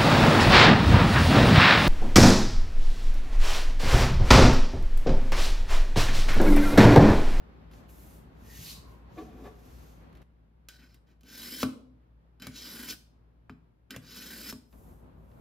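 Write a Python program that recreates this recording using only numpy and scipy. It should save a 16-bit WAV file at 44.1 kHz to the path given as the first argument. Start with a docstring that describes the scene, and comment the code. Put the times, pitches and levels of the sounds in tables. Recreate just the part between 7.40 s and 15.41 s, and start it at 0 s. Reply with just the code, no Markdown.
"""Over a small room's hum and air, hands slide a plastic sharpener on a table: friction noise, rubbing feet, bumps.
A knife is picked up, its wooden handle juddering in damped modes; the edge then scuffs and clinks in the slot.
Three pulls follow: abrasive slips excite the steel's resonances and shake the plastic body. Impacts knock
the sharpener on the table, hardest as the tip drops out of the first pull.
The room tone is softest while the blade works. At the end a hand rustles softly."""
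import sys
import numpy as np
from scipy import signal
from scipy.fft import rfft, irfft, next_fast_len
from scipy.io import wavfile
from scipy.ndimage import uniform_filter1d, map_coordinates

SR = 44100
rng = np.random.default_rng(int(sys.argv[2]) if len(sys.argv) > 2 else 0)


def put_to_file(sound):
    """Save the sound as 16-bit audio at rate SR, in the file named by the first command-line argument."""
    columns = np.atleast_2d(sound).T  # one column per channel
    safe = np.clip(columns, -1, 1)
    whole_steps = np.round(safe * 32767)
    wavfile.write(sys.argv[1], SR, whole_steps.astype(np.int16))


N = 353108

# Event levels set the balance within a layer; layer gains follow in the functions.
# resonances of the blade in the slot: f/Hz, width/Hz, relative level/dB
BLADE_MODES = [(1515, 76, 1), (1890, 72, -10), (2363, 140, -7), (3056, 64, 0.5), (3995, 200, -1.5),
               (4740, 40, -4), (5063, 150, 2), (5300, 48, -8), (6900, 52, -4), (7540, 41, -16),
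               (12000, 110, -8), (12900, 320, -3), (13500, 94, -14), (14400, 290, -11.5)]
# spectrum of the grit on the edge: f/Hz, relative level per Hz/dB
GRIT_SPECTRUM = [(300, -32), (800, -15), (1300, -12.5), (3000, -7), (5200, -6.5), (6500, -8), (8000, -2),
                 (10000, -5.5), (13000, -6), (16000, -14.5)]
# spectrum of the shaken plastic body: f/Hz, relative level per Hz/dB
BODY_SPECTRUM = [(40, -18.5), (130, -14.5), (240, 5), (330, -5.5), (500, -10), (900, -23), (1800, -40.5)]
# spectrum of the rasp as the tip passes: f/Hz, relative level per Hz/dB
TIP_SPECTRUM = [(1200, -22), (2800, -7), (4000, 0), (5400, 1.5), (7000, -4), (9000, -10.5), (16000, -24)]


def grinding(grain_db, judder_db, drift):
    """Friction excitation: grains tear at the edge; tiny slips ring the blade and shake the plastic body."""
    coarse, fine, chatter, rasp = edge_contact()
    roughness_db = grain_db * wobble(1800) + judder_db * wobble(200)
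    slips = unit(rng.standard_normal(N) * amp(roughness_db))

    def steel_gain(hz):
        return np.sqrt(resonances(BLADE_MODES, hz) + amp(along(GRIT_SPECTRUM, hz)) ** 2)

    def above(hz, edge_hz):
        return 1 / (1 + (edge_hz / (hz + 1)) ** 12)

    steel = patchy(ringing(slips, steel_gain), depth_db=2.2)
    low = unit(filtered(steel, lambda hz: 1 - above(hz, edge_hz=2740)))
    middle = unit(filtered(steel, lambda hz: above(hz, edge_hz=2640) - above(hz, edge_hz=7050)))
    high = unit(filtered(steel, lambda hz: above(hz, edge_hz=6930)))
    # the middle resonances wander as the clamped point and the pressure change
    shift = np.cumsum(drift * wobble(25))
    middle = map_coordinates(middle, [np.arange(N) + shift], mode="mirror")
    blade = amp(-1.0) * chatter * low + amp(0.2) * coarse * middle + amp(3) * fine * high
    tip = rasp * coloured(slips, TIP_SPECTRUM)
    body = chatter * coloured(slips, BODY_SPECTRUM)
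    return blade + tip + body


# pulls of the edge through the slot: start t/s, end t/s, grinding level/dB, time to bite/s,
# tip passes t/s, tip rasp level/dB, blade chatter level/dB
PULLS = [(3.855, 4.231, -46, .06, 4.224, -39.5, -50.5), (5.108, 5.536, -49, 0.031, 5.503, -39, -51),
         (6.624, 7.107, -50, 0.044, 7.099, -46, -51.5)]
# the edge scuffs and catches while it settles: start t/s, end t/s, grinding level/dB, blade chatter level/dB
SCUFFS = [(3.298, 3.352, -63.5, -67.5), (3.397, 3.436, -68, -63), (3.466, 3.553, -73.5, -72.5),
          (3.677, 3.71, -78.5, -74.5), (5.026, 5.071, -57.5, -52), (5.16, 5.175, -53.5, -65.5),
          (6.514, 6.554, -63, -52)]
BITE_DB = 22  # the grinding starts this far below its full level
SPEED_UP_S = 0.088  # time constant with which the hand gathers speed
HISS_DB, HISS_GROWS_DB = -1.5, 26.5  # fine hiss at full speed re grinding, before band gains; growth from rest
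CHATTER_GROWS_DB = 16.5  # growth of the blade's chatter from rest
LIFT_S = 0.018  # the edge meets and leaves the abrasive
TIP_S, TIP_HISS_DB, TIP_CHATTER_DB = 0.02, 3, 1  # width of the tip's passing; its lift of hiss and chatter
SCUFF_RISE_S, SCUFF_FALL_S, SCUFF_HISS_DB = 0.013, .04, -11  # hiss re grinding, before band gains


def edge_contact():
    """Speed-dependent friction: gains of grinding, hiss, chatter and rasp as edge bites, hand speeds up, tip passes."""
    coarse, fine, chatter, rasp = np.zeros((4, N))
    for start, end, db, bite_s, tip_s, tip_db, chatter_db in PULLS:
        age = np.maximum(clock() - start, 0)
        touch = swell(start, end, LIFT_S, LIFT_S)
        slowness = np.exp(-age / SPEED_UP_S)
        tip = bell(tip_s, TIP_S)
        coarse += touch * amp(db - BITE_DB * np.exp(-age / bite_s))
        fine += touch * amp(db + HISS_DB - HISS_GROWS_DB * slowness + TIP_HISS_DB * tip)
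        chatter += touch * amp(chatter_db - CHATTER_GROWS_DB * slowness + TIP_CHATTER_DB * tip)
        rasp += touch * amp(tip_db) * tip
    for start, end, db, chatter_db in SCUFFS:
        touch = swell(start, end, SCUFF_RISE_S, SCUFF_FALL_S)
        coarse += touch * amp(db)
        fine += touch * amp(db + SCUFF_HISS_DB)
        chatter += touch * amp(chatter_db)
    return coarse, fine, chatter, rasp


def patchy(x, depth_db):
    """Moving excitation point: each band swells and fades on its own as the contact travels along the blade."""
    z = signal.stft(x, nperseg=512)[2]
    field = rng.standard_normal(z.shape)
    field = uniform_filter1d(field, size=4, axis=0)  # smooth over frequency
    field = uniform_filter1d(field, size=12, axis=1)  # smooth over time
    return signal.istft(z * amp(depth_db * unit(field)), nperseg=512)[1][:N]


# the blade clinks against the slot's wall: t/s, blade ring level/dB, bright tick level/dB, thump level/dB
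CLINKS = [(3.2866, -49, -46, -73), (3.544, -78, -60.5, -71), (3.8096, -74.5, -66.5, -73.5),
          (4.999, -56, -63, -56.5), (5.021, -45, -48, -61.5), (6.507, -45, -42.5, -46.5)]
# the blade lands in the slot or drops off it and knocks the sharpener on the table:
# t/s, click level/dB, bright tick level/dB, thump level/dB, table boom level/dB
KNOCKS = [(3.8335, -64, -62, -60, -75.5), (4.2304, -17, -37, -25, -37), (5.0691, -37.5, -42.5, -44, -44.5),
          (6.096, -39, -72, -46, -49.5), (6.563, -38.5, -44.5, -48.5, -47),
          (7.1259, -42.5, -46.5, -40.5, -50)]
# dull bumps of things being shifted: t/s, level/dB
BUMPS = [(1.06, -53.5), (1.189, -45), (1.225, -62), (1.371, -49.5), (1.451, -53), (7.41, -69), (7.778, -52)]
# modes of the sharpener's thump on the table: f/Hz, relative level/dB, t60/s
THUMP_MODES = [(227.1, -4, 0.2), (254.6, -0.5, 0.21), (304.7, -14, 0.27), (423, -12, 0.13),
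               (624, -21.5, .12), (1140, -19, 0.095)]
# modes of the table top's boom: f/Hz, relative level/dB, t60/s
BOOM_MODES = [(91, -4, 0.2), (122.8, 1.5, 0.16), (159.6, -5, 0.31)]
# spectrum of the click: f/Hz, relative level per Hz/dB
CLICK_SPECTRUM = [(150, -13), (400, 2.5), (600, 6), (800, -1.5), (1150, 3.5), (1550, 1.5), (1900, -10.5),
                  (2500, -2.5), (3500, -13.5), (5000, -23), (7000, -24), (15000, -47.5)]
# spectrum of the bright tick: f/Hz, relative level per Hz/dB
TICK_SPECTRUM = [(1000, -16.5), (3000, -1.5), (5000, -7), (7500, -3.5), (12500, -7), (16000, -15.5)]
# click re ring in a clink; ring re click in a knock; both before layer gains
CLINK_CLICK_DB, KNOCK_RING_DB = -7, -25


def contacts(click_t60, tick_t60, ring_t60):
    """Impact excitation: steel strikes the slot, clicks and rings; sharpener and table answer in damped modes."""
    clicks, ticks, rings, lows = np.zeros((4, N))
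    blows = [(s, db + CLINK_CLICK_DB, tick_db, db, thump_db) for s, db, tick_db, thump_db in CLINKS]
    blows += [(s, db, tick_db, db + KNOCK_RING_DB, thump_db) for s, db, tick_db, thump_db, _ in KNOCKS]
    for s, click_db, tick_db, ring_db, thump_db in blows:
        add(clicks, s, amp(click_db) * crack(click_t60, spike_db=8.5))
        add(ticks, s, amp(tick_db) * crack(tick_t60, spike_db=5.0))
        add(rings, s, amp(ring_db) * burst(ring_t60))
        add(lows, s, amp(thump_db + 5) * knock(THUMP_MODES, rise=0.0044))
    for s, *_, boom_db in KNOCKS:
        add(lows, s, amp(boom_db + 5.0) * knock(BOOM_MODES, rise=0.0033))
    for s, db in BUMPS:
        add(lows, s, amp(db + 4.0) * knock(BOOM_MODES, rise=0.0025))
    # a blow rings the low bending modes more than grinding does
    steel = ringing(rings, lambda hz: np.sqrt(resonances(BLADE_MODES, hz) / (1 + (hz / 2600) ** 2)))
    click = amp(-5.5) * coloured(clicks, CLICK_SPECTRUM)
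    tick = amp(3.0) * coloured(ticks, TICK_SPECTRUM)
    return click + tick + steel + lows


def crack(t60, spike_db):
    """Two-stage decay: a hard first instant, then a short rattle."""
    return burst(t60) + amp(spike_db) * burst(t60 / 7)


def knock(modes, rise):
    """Modal synthesis: a soft contact pushes damped modes, at new strengths each time."""
    t = np.arange(SR // 2) / SR
    ring = np.zeros(len(t))
    for hz, db, t60 in modes:
        decay_db = db + rng.normal(0, 1) - 60 * t / t60
        ring += amp(decay_db) * np.sin(2 * np.pi * hz * t)
    return ring * (1 - np.exp(-(t / rise) ** 2))


# light taps of fingers and handle: t/s, level/dB
TAPS = [(0.313, -49), (0.335, -47.5), (0.4912, -49.5), (2.7273, -55.5), (2.7518, -50.5), (2.7701, -51),
        (2.8171, -50), (7.3264, -52), (7.915, -59)]
# the wooden handle judders over the table: t/s, width/s, level/dB, lowest resonance f/Hz, upper modes level/dB
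JUDDERS = [(1.787, 0.011, -38.5, 316, -7), (1.815, 0.011, -44.5, 312, 3), (1.861, 0.068, -52.5, 226, -8),
           (1.99, 0.055, -49.5, 268, -13.5), (2.065, 0.017, -43, 414, 1)]
# upper resonances of the handle: f/Hz, width/Hz, relative level/dB
HANDLE_MODES = [(436, 29, 1.5), (723, 25, -1.5), (1138, 18, -5.5), (1730, 54, -19.5), (2030, 51, -25),
                (2450, 71, -21), (3590, 230, -28.5)]


def handling():
    """Source and resonator: short noise makes the finger taps; noisy pushes ring the wooden handle's modes."""
    taps, wood = np.zeros((2, N))
    for s, db in TAPS:
        add(taps, s, amp(db) * burst(t60=0.056))
    for s, width, db, lowest_hz, upper_db in JUDDERS:
        push = amp(db) * np.exp(-.5 * ((clock() - s) / width) ** 2) * rng.standard_normal(N)

        def gain(hz):
            lowest = resonances([(lowest_hz, 25, -upper_db)], hz) * amp(-12 * np.log2(1 + hz / 2500))
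            return np.sqrt(lowest + resonances(HANDLE_MODES, hz))

        wood += ringing(push, gain)
    tap_spectrum = [(1200, 2), (2600, 2.0), (6000, -9.5), (12500, -8.5), (16000, -23)]
    return amp(-9.5) * coloured(taps, tap_spectrum) + wood


# skin and plastic slide on the table: full speed from t/s, until t/s, rise/s, fall/s, swish level/dB, drag level/dB
SWEEPS = [(0.333, 0.33, 0.026, 0.11, -69, -62), (.5, 0.744, 0.023, 0.072, -61.5, -65),
          (1.298, 1.3, 0.26, 0.051, -47.5, -43), (1.5, 1.51, 0.067, .1, -71.5, -70),
          (1.787, 1.796, 0.096, 0.13, -70, -61), (2.053, 2.068, 0.18, 0.035, -71, -65.5),
          (2.31, 2.45, 0.28, 0.22, -69, -64), (7.382, 7.47, 0.13, 0.19, -69, -76.5),
          (7.98, 8.01, 0.32, .1, -77, -81)]
# spectrum of skin on the table: f/Hz, relative level per Hz/dB
SWISH_SPECTRUM = [(2000, -15), (5000, -11), (8000, 0.5), (10000, 0), (12500, 4), (16000, -10)]
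# spectrum of dragged plastic: f/Hz, relative level per Hz/dB
DRAG_SPECTRUM = [(900, -32), (1900, -8), (2700, -3), (3600, -4.5), (4700, -3.5), (6500, -2), (9000, -15),
                 (14000, -40)]


def sliding(flutter_db):
    """Sliding friction noise: skin swishes over the table top; the dragged sharpener adds a lower rasp."""
    swish, drag = np.zeros((2, N))
    for start, end, rise, fall, swish_db, drag_db in SWEEPS:
        speed = swell(start, end, rise, fall)
        swish += amp(swish_db) * speed
        drag += amp(drag_db) * speed
    skin = amp(2.0) * swish * coloured(rng.standard_normal(N), SWISH_SPECTRUM)
    plastic = amp(-3.5) * drag * coloured(rng.standard_normal(N), DRAG_SPECTRUM)
    return amp(flutter_db * wobble(73)) * (skin + plastic)


# the sharpener's feet rub as it is turned: loudest at t/s, rise/s, fall/s, pitch f/Hz, glide/(octaves per s),
# width/Hz, level/dB
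FOOT_RUBS = [(1.159, 0.13, 0.087, 1855, 0.31, 263, -55.5), (1.315, 0.087, 0.068, 4450, 0.31, 1084, -46),
             (1.52, 0.38, 0.33, 1037, -.4, 85, -62.5)]


def rubbing():
    """Stick-slip oscillation: rubber feet catch and release on the table in a fuzzy, gliding tone."""
    out = np.zeros(N)
    for s, rise, fall, hz, glide, width_hz, db in FOOT_RUBS:
        glided_hz = hz * 2 ** (glide * np.clip(clock() - s, -1, 1))
        # random swerves of the slip rate widen the tone into a band
        slip_hz = glided_hz + width_hz * wobble(1500) / 2
        tone = np.sin(2 * np.pi * np.cumsum(slip_hz) / SR)
        out += amp(db) * swell(s, s, rise, fall) * unit(wobble(150) * tone)
    return out


# reverberation time of the room: f/Hz, t60/s
WALLS_T60 = [(150, 0.64), (500, 0.66), (1500, 0.36), (4000, 0.42), (12000, 0.31)]
# left-right likeness of the echo, as one minus the side's power re the mid: f/Hz, likeness
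ECHO_ALIKE = [(60, 0.92), (130, .92), (300, 0.82), (600, 0.17), (4000, 0.16), (12000, .5)]


def walls(x, size=SR // 3):
    """Diffuse reverberation: noise tails, new for each stretch of sound, with a decay rate for each frequency."""
    mid, side = np.zeros((2, N))
    for start in range(0, N, size):
        hz, t, z = signal.stft(rng.standard_normal((2, SR // 2)), SR, nperseg=256)
        decay = amp(-60 * t / along(WALLS_T60, hz)[:, None])
        tail = signal.istft(z * decay, SR, nperseg=256)[1]
        stretch = x[start:start + 2 * size]
        stretch = stretch * signal.get_window("hann", 2 * size)[:len(stretch)]
        echo = signal.fftconvolve(stretch[None], tail / np.linalg.norm(tail[0]), axes=1)
        add(mid, start / SR + .007, echo[0])  # the echo starts 7 ms late
        add(side, start / SR + .007, echo[1])
    side = filtered(side, lambda hz: np.sqrt(np.clip(1 - along(ECHO_ALIKE, hz), 0, 1)))
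    return np.array([mid + side, mid - side])


# room tone, softest while the blade works: from t/s, hum level/dB, low air noise level/dB, high air noise level/dB
ROOM_TONE = [(0, -54, -54.5, -54), (2.829, -61.5, -70.5, -70), (7.329, -59.5, -54.5, -61)]
# spectrum of the air noise: f/Hz, relative level per Hz/dB
AIR_SPECTRUM = [(15, -51), (25, -25.5), (36, -13), (53, -1), (136, -11.5), (253, -9), (289, -14),
                (1110, -23), (4500, -42.5), (5580, -48.5), (9810, -63), (12200, -51), (15500, -74)]
# spectrum of the steady noise floor: f/Hz, relative level per Hz/dB
STILL_SPECTRUM = [(25, -24.5), (45, -11), (62, -3), (85, -19.5), (118, -5), (162, -22), (190, -15),
                  (240, -15.5), (445, -24), (1000, -30.5), (4000, -48.5), (9000, -61.5), (12000, -52.5),
                  (15500, -71)]
DIP_S, DIP_WIDTH_S, DIP_DB = 6.4, 0.12, -10  # hum and air dip briefly
AIR_SPLIT_HZ = 1300  # between low and high air noise
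DRONE_HZ, DRONE_DB = 160.6, -10  # a second faint tone, re the hum


def background(hum_hz, waver_db):
    """Tones over broadband noise: an appliance hums unsteadily with a second harmonic over the air of the room."""
    s, *levels = np.transpose(ROOM_TONE)
    hum_db, low_db, high_db = np.array(levels)[:, np.searchsorted(s[1:], clock())]
    phase = 2 * np.pi * hum_hz * clock() + 0.5 * wobble(8)
    drone = amp(DRONE_DB) * np.sin(2 * np.pi * DRONE_HZ * clock() + .9 * wobble(12))
    tones = np.sin(phase) + amp(-13.5) * np.sin(2 * phase) + drone
    hum = np.sqrt(2) * tones * amp(hum_db + waver_db * wobble(6.6))
    noise = rush(AIR_SPECTRUM)
    low = filtered(noise, lambda hz: 1 / (1 + (hz / AIR_SPLIT_HZ) ** 6))
    air = amp(1.2 * wobble(14)) * (amp(low_db) * low + amp(high_db) * (noise - low))
    dip = amp(DIP_DB * bell(DIP_S, DIP_WIDTH_S))
    return dip * (hum + air) + amp(-67.0) * rush(STILL_SPECTRUM)


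# left-right correlation of the room tone: f/Hz, correlation
AIR_ALIKE = [(60, 0.94), (130, 0.78), (290, 0.45), (640, -0.15), (1410, -0.25), (3100, 0.15), (6820, -0.41),
             (15000, 0.32)]


def rush(spectrum):
    """Diffuse field: stereo noise of given interchannel correlation, its mid part of rms 1."""
    mid = coloured(rng.standard_normal(N), spectrum)
    side = coloured(rng.standard_normal(N), spectrum)

    def turn(hz):
        return np.arccos(np.clip(along(AIR_ALIKE, hz), -1, 1)) / 2

    mid = filtered(mid, lambda hz: np.cos(turn(hz)))
    side = filtered(side, lambda hz: np.sin(turn(hz)))
    return np.array([mid + side, mid - side]) / np.std(mid)


def amp(db):
    """Logarithmic level: decibels to gain."""
    return 10 ** (np.asarray(db) / 20)


def unit(x):
    """Normalization: scale to rms 1."""
    return x / np.sqrt(np.mean(x ** 2) + 1e-20)


def along(points, hz):
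    """Log-frequency interpolation of (f/Hz, value) points."""
    f, v = np.transpose(points)
    return np.interp(np.log(hz + 1), np.log(f + 1), v)


def clock():
    """Uniform sampling: the time of every sample in seconds."""
    return np.arange(N) / SR


def wobble(rate):
    """Band-limited fluctuation: a smooth random curve, rate knots a second."""
    return map_coordinates(rng.standard_normal(int(N * rate / SR) + 4), [clock() * rate])


def filtered(x, response):
    """Linear filtering: x times a response of frequency."""
    m = next_fast_len(N + 8192)
    return irfft(rfft(x, m) * response(np.fft.rfftfreq(m, 1 / SR)), m)[..., :N]


def ringing(x, gain, size=4096):
    """Minimum phase: a causal filter of unit energy whose gain over frequency has the given shape."""
    cepstrum = irfft(np.log(np.maximum(gain(np.fft.rfftfreq(size, 1 / SR)), 1e-6)))
    # fold the cepstrum onto positive times
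    cepstrum[1:size // 2] *= 2
    cepstrum[size // 2 + 1:] = 0
    response = irfft(np.exp(rfft(cepstrum)))
    return signal.fftconvolve(x, response / np.linalg.norm(response))[:N]


def coloured(x, spectrum):
    """Spectral shaping: x through an (f/Hz, level/dB) spectrum."""
    return ringing(x, lambda hz: amp(along(spectrum, hz)))


def resonances(modes, hz):
    """Damped resonators: summed power response of (f/Hz, width/Hz, level/dB) modes."""
    power = 0
    for centre, width, db in modes:
        damping = (hz * width) ** 2
        power = power + amp(db) ** 2 * damping / ((centre * centre - hz * hz) ** 2 + damping)
    return power


def add(track, s, sound):
    """Superposition: mix a sound into a track at time s."""
    part = track[round(s * SR):][:len(sound)]
    part += sound[:len(part)]


def burst(t60):
    """Exponential decay: noise that starts at once and dies away."""
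    t = np.arange(SR // 2) / SR
    return rng.standard_normal(len(t)) * amp(-60 * t / t60)


def swell(start, end, rise, fall):
    """Movement envelope: full from start to end, 20 dB down one rise before and one fall after."""
    t = clock()
    outside = np.maximum(start - t, 0) / rise + np.maximum(t - end, 0) / fall
    return amp(-20 * np.minimum(outside, 10) ** 2)


def bell(s, width):
    """Gaussian envelope: a smooth bump of height 1 around time s."""
    return np.exp(-np.minimum(np.abs(clock() - s) / width, 10) ** 2)


# phase of the direct sound between the two microphone ports: f/Hz, left lead/rad
PORT_PHASE = [(2700, 0), (3800, .5), (5100, .65), (5850, -1.45), (6750, -.85), (7600, -2.3), (8500, -3.05),
              (9100, -3.25), (10000, -4), (11500, -5), (13400, -6.28)]


def scene():
    """Direct and reverberant fields: the sharpener is mostly direct, the hands come more by way of the room."""
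    close = grinding(grain_db=1.0, judder_db=1.7, drift=.015) + handling()
    close = close + contacts(click_t60=0.034, tick_t60=0.036, ring_t60=.13)
    hands = sliding(flutter_db=1.0) + rubbing()
    direct = filtered(close + amp(-4.0) * hands,
                      lambda hz: np.exp(.5j * np.outer([1, -1], along(PORT_PHASE, hz))))
    room = walls(amp(-12) * close + amp(-7.5) * hands)
    return direct + room + background(hum_hz=58.3, waver_db=0.6)


# the left port is the stronger, most of all in the bass and low middle: f/Hz, left re right level/dB
PORT_LEAN = [(60, 2), (150, 1.2), (280, 1), (500, 2.4), (1100, .3), (6000, .1)]
TOP_HZ = 15800  # band limit


def record(dry):
    """Band limitation: the two ports differ a little, lose the deepest bass and cut off above the band limit."""
    def response(hz):
        lean = amp(np.outer([.5, -.5], along(PORT_LEAN, hz)))
        low_cut = 1 / np.sqrt(1 + (32 / (hz + 1)) ** 6)
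        high_cut = 1 / (1 + (hz / TOP_HZ) ** 200)
        return lean * low_cut * high_cut

    return filtered(dry, response)


dry = scene()
out = record(dry)
put_to_file(out)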